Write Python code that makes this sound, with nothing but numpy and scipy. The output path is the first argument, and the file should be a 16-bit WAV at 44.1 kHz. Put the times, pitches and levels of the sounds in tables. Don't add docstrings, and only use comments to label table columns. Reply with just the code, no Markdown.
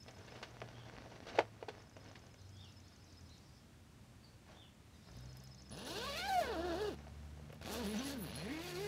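import sys
import numpy as np
from scipy import signal
from scipy.fft import rfft, irfft, next_fast_len
from scipy.io import wavfile
from scipy.ndimage import uniform_filter1d

SR = 44100
rng = np.random.default_rng(int(sys.argv[2]) if len(sys.argv) > 2 else 0)


def wav_record(signal):
    frames = np.transpose(np.atleast_2d(signal))
    bounded = np.clip(frames, -1, 1)
    quanta = np.round(bounded * 32767).astype(np.int16)
    wavfile.write(sys.argv[1], SR, quanta)


N = 391166


def gain_of(db):
    return 10 ** (np.asarray(db) / 20)


def evened(x):
    return x / np.sqrt(np.mean(x ** 2) + 1e-20)


def add(mix, s, sound):
    part = mix[max(round(s * SR), 0):][:len(sound)]
    part += sound[:len(part)]


def columns(rows):
    s, *rest = np.transpose(rows)
    t = np.arange(s[0], s[-1], 1 / SR)
    return s[0], [np.interp(t, s, c) for c in rest]


def coloured(x, points):
    size = next_fast_len(len(x))
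    hz, db = np.transpose(points)
    f = np.fft.rfftfreq(size, 1 / SR)
    curve_db = np.interp(np.log(f + 1), np.log(hz + 1), db)
    return evened(irfft(rfft(x, size) * gain_of(curve_db), size)[:len(x)])


def drift(count, per_s):
    size = int(SR / per_s) + 1
    once = uniform_filter1d(rng.standard_normal(count), size)
    return evened(uniform_filter1d(once, size))


def taps(count, per_s, spread_db):
    size = gain_of(spread_db * np.minimum(rng.exponential(1, count), 5))
    sign = rng.choice([-1., 1.], count)
    return size * sign * (rng.random(count) < per_s / SR)


def scattered(x, t60, wet_db):
    t = np.arange(SR // 2) / SR
    tail = rng.standard_normal(len(t)) * gain_of(-60 * t / t60)
    return x + gain_of(wet_db) * signal.oaconvolve(x, tail / np.linalg.norm(tail))[:N]


# (f/Hz, relative level/dB)
HUSH_COLOUR = [(22, -19), (82, -5), (124, -6), (168, -13), (209, -11), (315, -17), (420, -22.5),
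               (644, -24.5), (1060, -27.5), (2280, -31), (7620, -37.5), (15600, -49)]
HUSH_DB = -61


def hush():
    level_db = HUSH_DB + 0.8 * drift(count=N, per_s=2)
    return gain_of(level_db) * coloured(rng.standard_normal(N), HUSH_COLOUR)


# (t/s, firing f/Hz, level/dB)
ENGINE_SLOWING = [(0, 119.2, -64.5), (1, 117.6, -60), (1.7, 105.8, -66.5), (2.85, 91.5, -66),
                  (3.2, 83, -68), (3.9, 79.4, -64)]
# (t/s, firing f/Hz, level/dB, second order level/dB, third order level/dB)
ENGINE_PULLING = [(5.02, 53.8, -69, -79, -68), (5.199, 61.9, -61, -57, -62.5),
                  (5.45, 65.2, -66.5, -61.5, -64.5), (6.1, 67.1, -67, -67, -66),
                  (6.749, 72.23, -55.5, -60.5, -65.5), (8.96, 78, -62.5, -58, -72)]


def engine(rows):
    s, (hz, *orders_db) = columns(rows)
    n = len(hz)
    turns = np.cumsum(hz * (1 + 0.0052 * drift(count=n, per_s=17))) / SR
    drone = np.zeros(n)
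    for order, db in enumerate(orders_db, start=1):
        level = gain_of(db + 3.7 * drift(count=n, per_s=4.4))
        drone += level * np.sin(2 * np.pi * order * turns)
    return s, np.sqrt(2) * drone * signal.windows.tukey(n, .04)


# (t/s, level/dB before the burr, length/s, start f/Hz, middle f/Hz, end f/Hz)
CHIRPS = [(0.71, -71.5, 0.14, 3200, 3420, 2700), (2.498, -70, 0.2, 3250, 3500, 2540),
          (4.221, -71, 0.048, 4730, 4700, 4000), (4.513, -69, 0.15, 3300, 3560, 2640),
          (3.27, -73, 0.088, 3400, 4370, 3300)]
# (t/s, length/s, level/dB of each chirp before the burr)
CHATTER = [(2.3, 1.25, -84), (4.9, .8, -83)]


def far_birds():
    out = np.zeros(N)
    chatter = []
    for start, length, db in CHATTER:
        for place, hz in rng.uniform([0, 3300], [1, 5800], (round(70 * length), 2)):
            chatter.append((start + length * place, db, .05, hz, hz + 300, hz - 500))
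    for s, db, length, start_hz, middle_hz, end_hz in CHIRPS + chatter:
        u = np.linspace(0, 1, round(length * SR))
        glide_hz = np.interp(u, [0, .55, 1], [start_hz, middle_hz, end_hz])
        hz = glide_hz * (1 + 0.0261 * drift(count=len(u), per_s=165))
        whistle = np.sin(2 * np.pi * np.cumsum(hz) / SR) * np.sin(np.pi * u ** 1.23)
        burr = 1 + np.sin(2 * np.pi * 95 * length * u)
        add(out, s, gain_of(db) * burr * whistle)
    return scattered(out, t60=.35, wet_db=8)


# (t/s, syllables, first gap/s, last gap/s, first level/dB, last level/dB)
TRILL = [(-.010, 7, .077, .084, -60, -66), (1.78, 21, .0737, .086, -64, -63.5),
         (5.074, 12, .071, .0796, -62.5, -55)]


def trilling_bird():
    out = np.zeros(N)
    t = np.arange(round(0.034 * SR)) / SR
    u = np.linspace(0, 1, round(0.0091 * SR))
    sweep_hz = 7300 - 3800 * u ** 1.55
    sweep = np.sin(2 * np.pi * np.cumsum(sweep_hz) / SR) * np.sin(np.pi * u ** 0.98) ** 2
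    arch_hz = 5040 + 170 * np.sin(np.pi * (t / t[-1]) ** 0.7)
    for start, count, first_gap, last_gap, first_db, last_db in TRILL:
        gaps = first_gap + (last_gap - first_gap) * np.linspace(0, 1, count - 1) ** 2
        times = start + np.r_[0, np.cumsum(gaps)]
        for s, db in zip(times, np.linspace(first_db, last_db, count)):
            slip, sway = rng.standard_normal(2)
            whistle = np.sin(2 * np.pi * np.cumsum(arch_hz * (1 + .007 * slip)) / SR)
            whistle_db = db - 5 + 2.2 * sway + 2.5 * drift(count=len(t), per_s=150)
            add(out, s - .002, gain_of(whistle_db) * whistle * signal.windows.tukey(len(t), .4))
            add(out, s + 0.039, gain_of(db + 3.0) * sweep)
    return scattered(out, t60=.15, wet_db=-9)


# (t/s, level/dB before a 7 dB lift)
RUSTLE = [
    [(0, -72), (.35, -64), (.55, -66), (.95, -64.5), (1.2, -66), (1.32, -60), (1.52, -72.5), (1.75, -67),
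     (1.9, -74), (2.08, -64), (2.45, -83), (3.1, -76), (3.6, -93)],
    [(4.46, -75), (4.52, -64), (4.75, -98)],
    [(5.05, -74), (5.2, -71), (5.72, -79)],
    [(6.94, -67.5), (7.3, -75.5), (7.52, -71), (7.63, -75)],
]
# (f/Hz, relative level/dB)
RUSTLE_COLOUR = [(200, 2), (400, 1.5), (700, -1.5), (1500, -6.5), (3000, -13.5), (6000, -18), (12000, -69)]


def rustle():
    out = np.zeros(N)
    for rows in RUSTLE:
        s, (db,) = columns(rows)
        n = len(db)
        clumps = signal.lfilter([1], [1, -.93], taps(count=n, per_s=540, spread_db=5.0))
        crackle = evened(clumps * rng.standard_normal(n))
        rub_db = 2.4 * drift(count=n, per_s=150) + 1.4 * drift(count=n, per_s=53)
        rub = rng.standard_normal(n) * gain_of(rub_db)
        sound = coloured(0.69 * crackle + rub, RUSTLE_COLOUR)
        add(out, s, gain_of(db + 7.0) * sound * signal.windows.tukey(n, .05))
    return out


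# (t/s, thump peak level/dB, crack level/dB against the thump, decay time/ms)
KNOCKS = [(0.081, -48.5, 3, 8.8), (0.277, -58.5, 10, 11), (0.322, -60, 11, 3.3), (0.355, -50.5, 5, 12),
          (0.428, -43.5, 8, 8.9), (0.618, -37, -2.5, 2.8), (0.967, -54, 6, 3.5), (1.061, -46, -18, 2.8),
          (1.268, -42.5, -3, 11), (1.281, -52.5, 13, 20), (1.349, -44, 2.5, 27), (1.377, -41, 1, 6.1),
          (1.387, -20, -8, 7.1), (1.391, -18, -4, 1.8), (1.405, -28.5, -10, 4), (1.628, -34.5, -10.5, 4.6),
          (1.685, -35, -3.5, 7.5), (1.967, -47, -2.5, 5.6), (2.156, -57.5, 12, 6.6), (2.344, -56, 2, 2.49),
          (7.07, -49.5, -4, 3.9), (7.398, -50, -16, 3.5), (7.503, -48, -7, 1.86), (7.528, -48, -2, 4.5),
          (7.621, -55, -3, 3)]
# (f/Hz, relative level/dB)
CLOTH = [(120, -49), (260, -11), (350, 5.5), (520, 9.5), (700, 6), (950, -0.5), (1250, -14), (2200, -66)]
# (f/Hz, relative level/dB)
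SNAP = [(400, -20), (1300, 5), (2500, 2.5), (4500, -2.5), (7000, -16), (13000, -33)]


def knocks():
    out = np.zeros(N)
    t = np.arange(4096) / SR - .01
    flick_hz = (t > 0) * (700 + 2800 * np.exp(-abs(t) / 0.00138))
    flick = np.cos(2 * np.pi * np.cumsum(flick_hz) / SR)
    for s, db, crack_db, ms in KNOCKS:
        low, high = rng.standard_normal((2, 4096))
        push = (t > 0) * (np.exp(-t * 1000 / ms) + 0.1 * np.exp(-t / 0.018))
        sharp = np.clip((7.5 - ms) / 2.5, 0, 1.3)
        grain = evened(high * abs(high)) * np.clip(t * 2500 / ms, 0, 1)
        thump = coloured(low * push * np.clip(t / 0.00068, 0, 1), CLOTH)
        crack = coloured((grain + sharp * flick) * push, SNAP)
        sound = thump / abs(thump).max() + gain_of(crack_db) * crack / abs(crack).max()
        add(out, s - .011, gain_of(db) * sound)
    return out


def ring(modes, shift):
    t = np.arange(SR // 8) / SR
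    tones = sum(gain_of(db - 60 * t / t60) * np.sin(2 * np.pi * hz * shift * t) for hz, db, t60 in modes)
    return (1 - np.exp(-t / 0.0007)) * tones


# (f/Hz, relative level/dB, 60 dB fade/s)
TAB = [(4200, -20, .03), (10600, 0, .045), (11200, -15, .02), (13700, -7.5, .04)]
# (t/s, level/dB before a 2 dB lift)
TICKS = [(5.1682, -61), (5.2076, -62), (5.371, -54.5), (5.4383, -56), (7.5272, -60), (7.5443, -61)]


def tab_ticks():
    out = np.zeros(N)
    tick = ring(TAB[1:], 1.07) * np.exp(-np.arange(SR // 8) / SR / 0.0023)
    tick[0] = 5.2
    for s, db in TICKS:
        add(out, s, gain_of(db + 2.0) * tick)
    return out


# (middle t/s, peak level/dB before a 3 dB lift, length/s)
JINGLES = [(5.835, -71, 0.29), (6.519, -88, 0.2), (7.741, -59, 0.019), (7.897, -59, 0.072),
           (8.072, -60.5, 0.065), (8.217, -56.5, 0.11), (8.346, -55.5, 0.1), (8.6, -72, 0.38)]
JINGLE_DB = -27


def tab_jingle(t, scrape_db, grip):
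    n = len(t)
    swing = gain_of(scrape_db + JINGLE_DB)
    for middle, db, length in JINGLES:
        swing += gain_of(db) * np.exp(-(2 * (t - middle) / length) ** 2)
    rattle = taps(count=n, per_s=300, spread_db=2.5)
    jingle = np.zeros(n)
    for mode in TAB:
        uneven_rattle = rattle * gain_of(5 * drift(count=n, per_s=15))
        jingle += signal.oaconvolve(uneven_rattle, ring([mode], grip))[:n]
    return np.sqrt(2) * swing * evened(jingle)


# (t/s, peak level/dB, f/Hz, length/s)
SQUEAKS = [(7.978, -46.5, 6030, 0.03), (8.3, -54.5, 4213, 0.17)]


def squeaks():
    out = np.zeros(N)
    for s, db, hz, length in SQUEAKS:
        t = np.arange(0, length, 1 / SR)
        wobble = 1 + .008 * drift(count=len(t), per_s=100)
        tone = np.sin(2 * np.pi * hz * np.cumsum(wobble) / SR)
        add(out, s, gain_of(db) * tone * np.hanning(len(t)))
    return out


# (t/s, tooth rate f/Hz, drum level/dB, level/dB of the octave above)
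STROKES = [
    [(5.705, 87, -57, -59), (5.87, 273, -57.5, -59), (5.975, 420, -45, -60), (6.07, 563, -55.5, -47.5),
     (6.125, 558, -49.5, -56), (6.2, 716, -58, -52), (6.27, 804, -44, -46.5), (6.34, 753, -37, -51),
     (6.4, 695, -31.5, -54), (6.45, 527, -52, -54), (6.5, 467, -42, -53), (6.57, 310, -47, -50),
     (6.65, 362, -40, -47), (6.75, 326, -42, -49), (6.82, 443, -41.5, -55), (6.89, 402, -40, -57),
     (6.95, 140, -56, -49)],
    [(7.612, 62, -49, -67), (7.67, 120, -64, -53), (7.71, 205, -54, -51), (7.81, 250, -47.5, -48.5),
     (7.85, 191, -44, -47), (7.92, 222, -44.5, -50), (7.97, 199, -40, -74), (8.01, 267, -47, -65),
     (8.14, 284, -47.5, -59), (8.2, 210, -45, -53.5), (8.3, 89, -63, -52.5), (8.4, 145, -51, -62.5),
     (8.47, 212, -48, -48.5), (8.53, 303, -45, -72), (8.65, 356, -52, -58), (8.75, 354, -44, -63),
     (8.89, 440, -42, -57)],
]
# (t/s, slider level/dB, cloth level/dB, treble lift level/dB, lift level/dB around 2 kHz)
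SCRAPE_LEVELS = [
    [(5.705, -56.5, -55.5, -3, -11), (5.95, -50.5, -51, 0.5, -5), (6.2, -51, -54.5, 5, 6.5),
     (6.38, -61, -52.5, 18, 6.5), (6.46, -56.5, -47.5, 1.5, -3), (6.6, -57.5, -48.5, -5, -8),
     (6.88, -55, -49.5, 4, -7), (6.95, -64, -58, 4, -1)],
    [(7.612, -57.5, -52.5, -2, 6), (7.73, -55, -48, 13.5, -2), (7.85, -55.5, -51.5, 1.5, -0.5),
     (8.08, -54.5, -52.5, 7.5, 1.5), (8.2, -65, -56, 5, 0), (8.33, -54.5, -56, -11, 1),
     (8.5, -60, -52, 6, 9.5), (8.65, -58, -55.5, 8.5, 6.5), (8.89, -58, -53.5, 8.5, 5.5)],
]
TAB_GRIP = [0.98, 1.001]
# (f/Hz, relative level/dB)
SCRAPE = [(1180, -31), (1900, -18.5), (2400, -0.5), (4180, 2), (8980, -16.5), (10900, -15.5), (14000, -20),
          (15600, -24)]
# (f/Hz, relative level/dB)
SCRAPE_BODY = [(150, -5), (450, 4.5), (1000, -4), (1750, -6), (2300, -19), (7000, -41)]


def zipper_stroke(pull, levels, grip):
    s, (hz, drum_db, octave_db) = columns(pull)
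    n = len(hz)
    t = s + np.arange(n) / SR
    at, *rest = np.transpose(levels)
    scrape_db, body_db, treble_db, middle_db = [np.interp(t, at, c) for c in rest]

    turns = np.cumsum(hz * (1 + 0.019 * drift(count=n, per_s=160))) / SR
    drum = gain_of(drum_db + 1.6 * drift(count=n, per_s=90)) * np.cos(2 * np.pi * turns)
    drum += gain_of(octave_db + 1.5 * drift(count=n, per_s=60)) * np.cos(4 * np.pi * turns - 1)

    snaps = np.zeros(n)
    for k in range(3, 20):
        fade = np.clip((6500 - k * hz) / 3000, 0, 1)
        snaps += np.cos(2 * np.pi * k * turns - k) * fade * gain_of(4 * drift(count=n, per_s=50))
    snaps *= (hz / 800) ** .9 / np.sqrt(uniform_filter1d(snaps ** 2, 2000))

    tooth = gain_of(1.6 * rng.standard_normal(2000))[turns.astype(int)]
    since = turns % 1 / hz
    grit = (0.11 + tooth * np.exp(-since / 0.0035)) * rng.standard_normal(n)
    grit /= np.sqrt(uniform_filter1d(grit ** 2, 4000))

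    uneven = gain_of(1.0 * drift(count=n, per_s=33))
    rasp = coloured(uneven * (grit + .75 * snaps), SCRAPE)
    treble = signal.butter(2, 6500, "high", fs=SR, output="sos")
    fizz = signal.sosfiltfilt(treble, rasp)
    rasp += fizz * (gain_of(treble_db + 2.9 * drift(count=n, per_s=42)) - 1)
    body = coloured(uneven * (grit + 1.2 * snaps), SCRAPE_BODY)
    scrape = gain_of(scrape_db) * rasp + gain_of(body_db) * body
    band = signal.butter(2, [1850, 2550], "band", fs=SR, output="sos")
    scrape += signal.sosfiltfilt(band, scrape) * (gain_of(middle_db) - 1)

    sound = np.sqrt(2) * drum + scrape + tab_jingle(t, scrape_db, grip)
    return s, sound * signal.windows.tukey(n, .006)


def scene():
    far = hush() + far_birds() + trilling_bird()
    for rows in (ENGINE_SLOWING, ENGINE_PULLING):
        add(far, *engine(rows))
    tent = rustle() + knocks() + tab_ticks() + squeaks()
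    for pull, levels, grip in zip(STROKES, SCRAPE_LEVELS, TAB_GRIP):
        add(tent, *zipper_stroke(pull, levels, grip))
    return (scattered(tent, t60=0.1, wet_db=-8.0) + far)[None]


EDGE_HZ = 15750


def record(dry):
    bass_cut = signal.butter(3, 45, "high", fs=SR, output="sos")
    lean = signal.sosfilt(bass_cut, dry)
    treble_cut = signal.firwin(511, EDGE_HZ, window=("kaiser", 9), fs=SR)
    return signal.oaconvolve(lean, treble_cut[None], "same")


dry = scene()
out = record(dry)
wav_record(out)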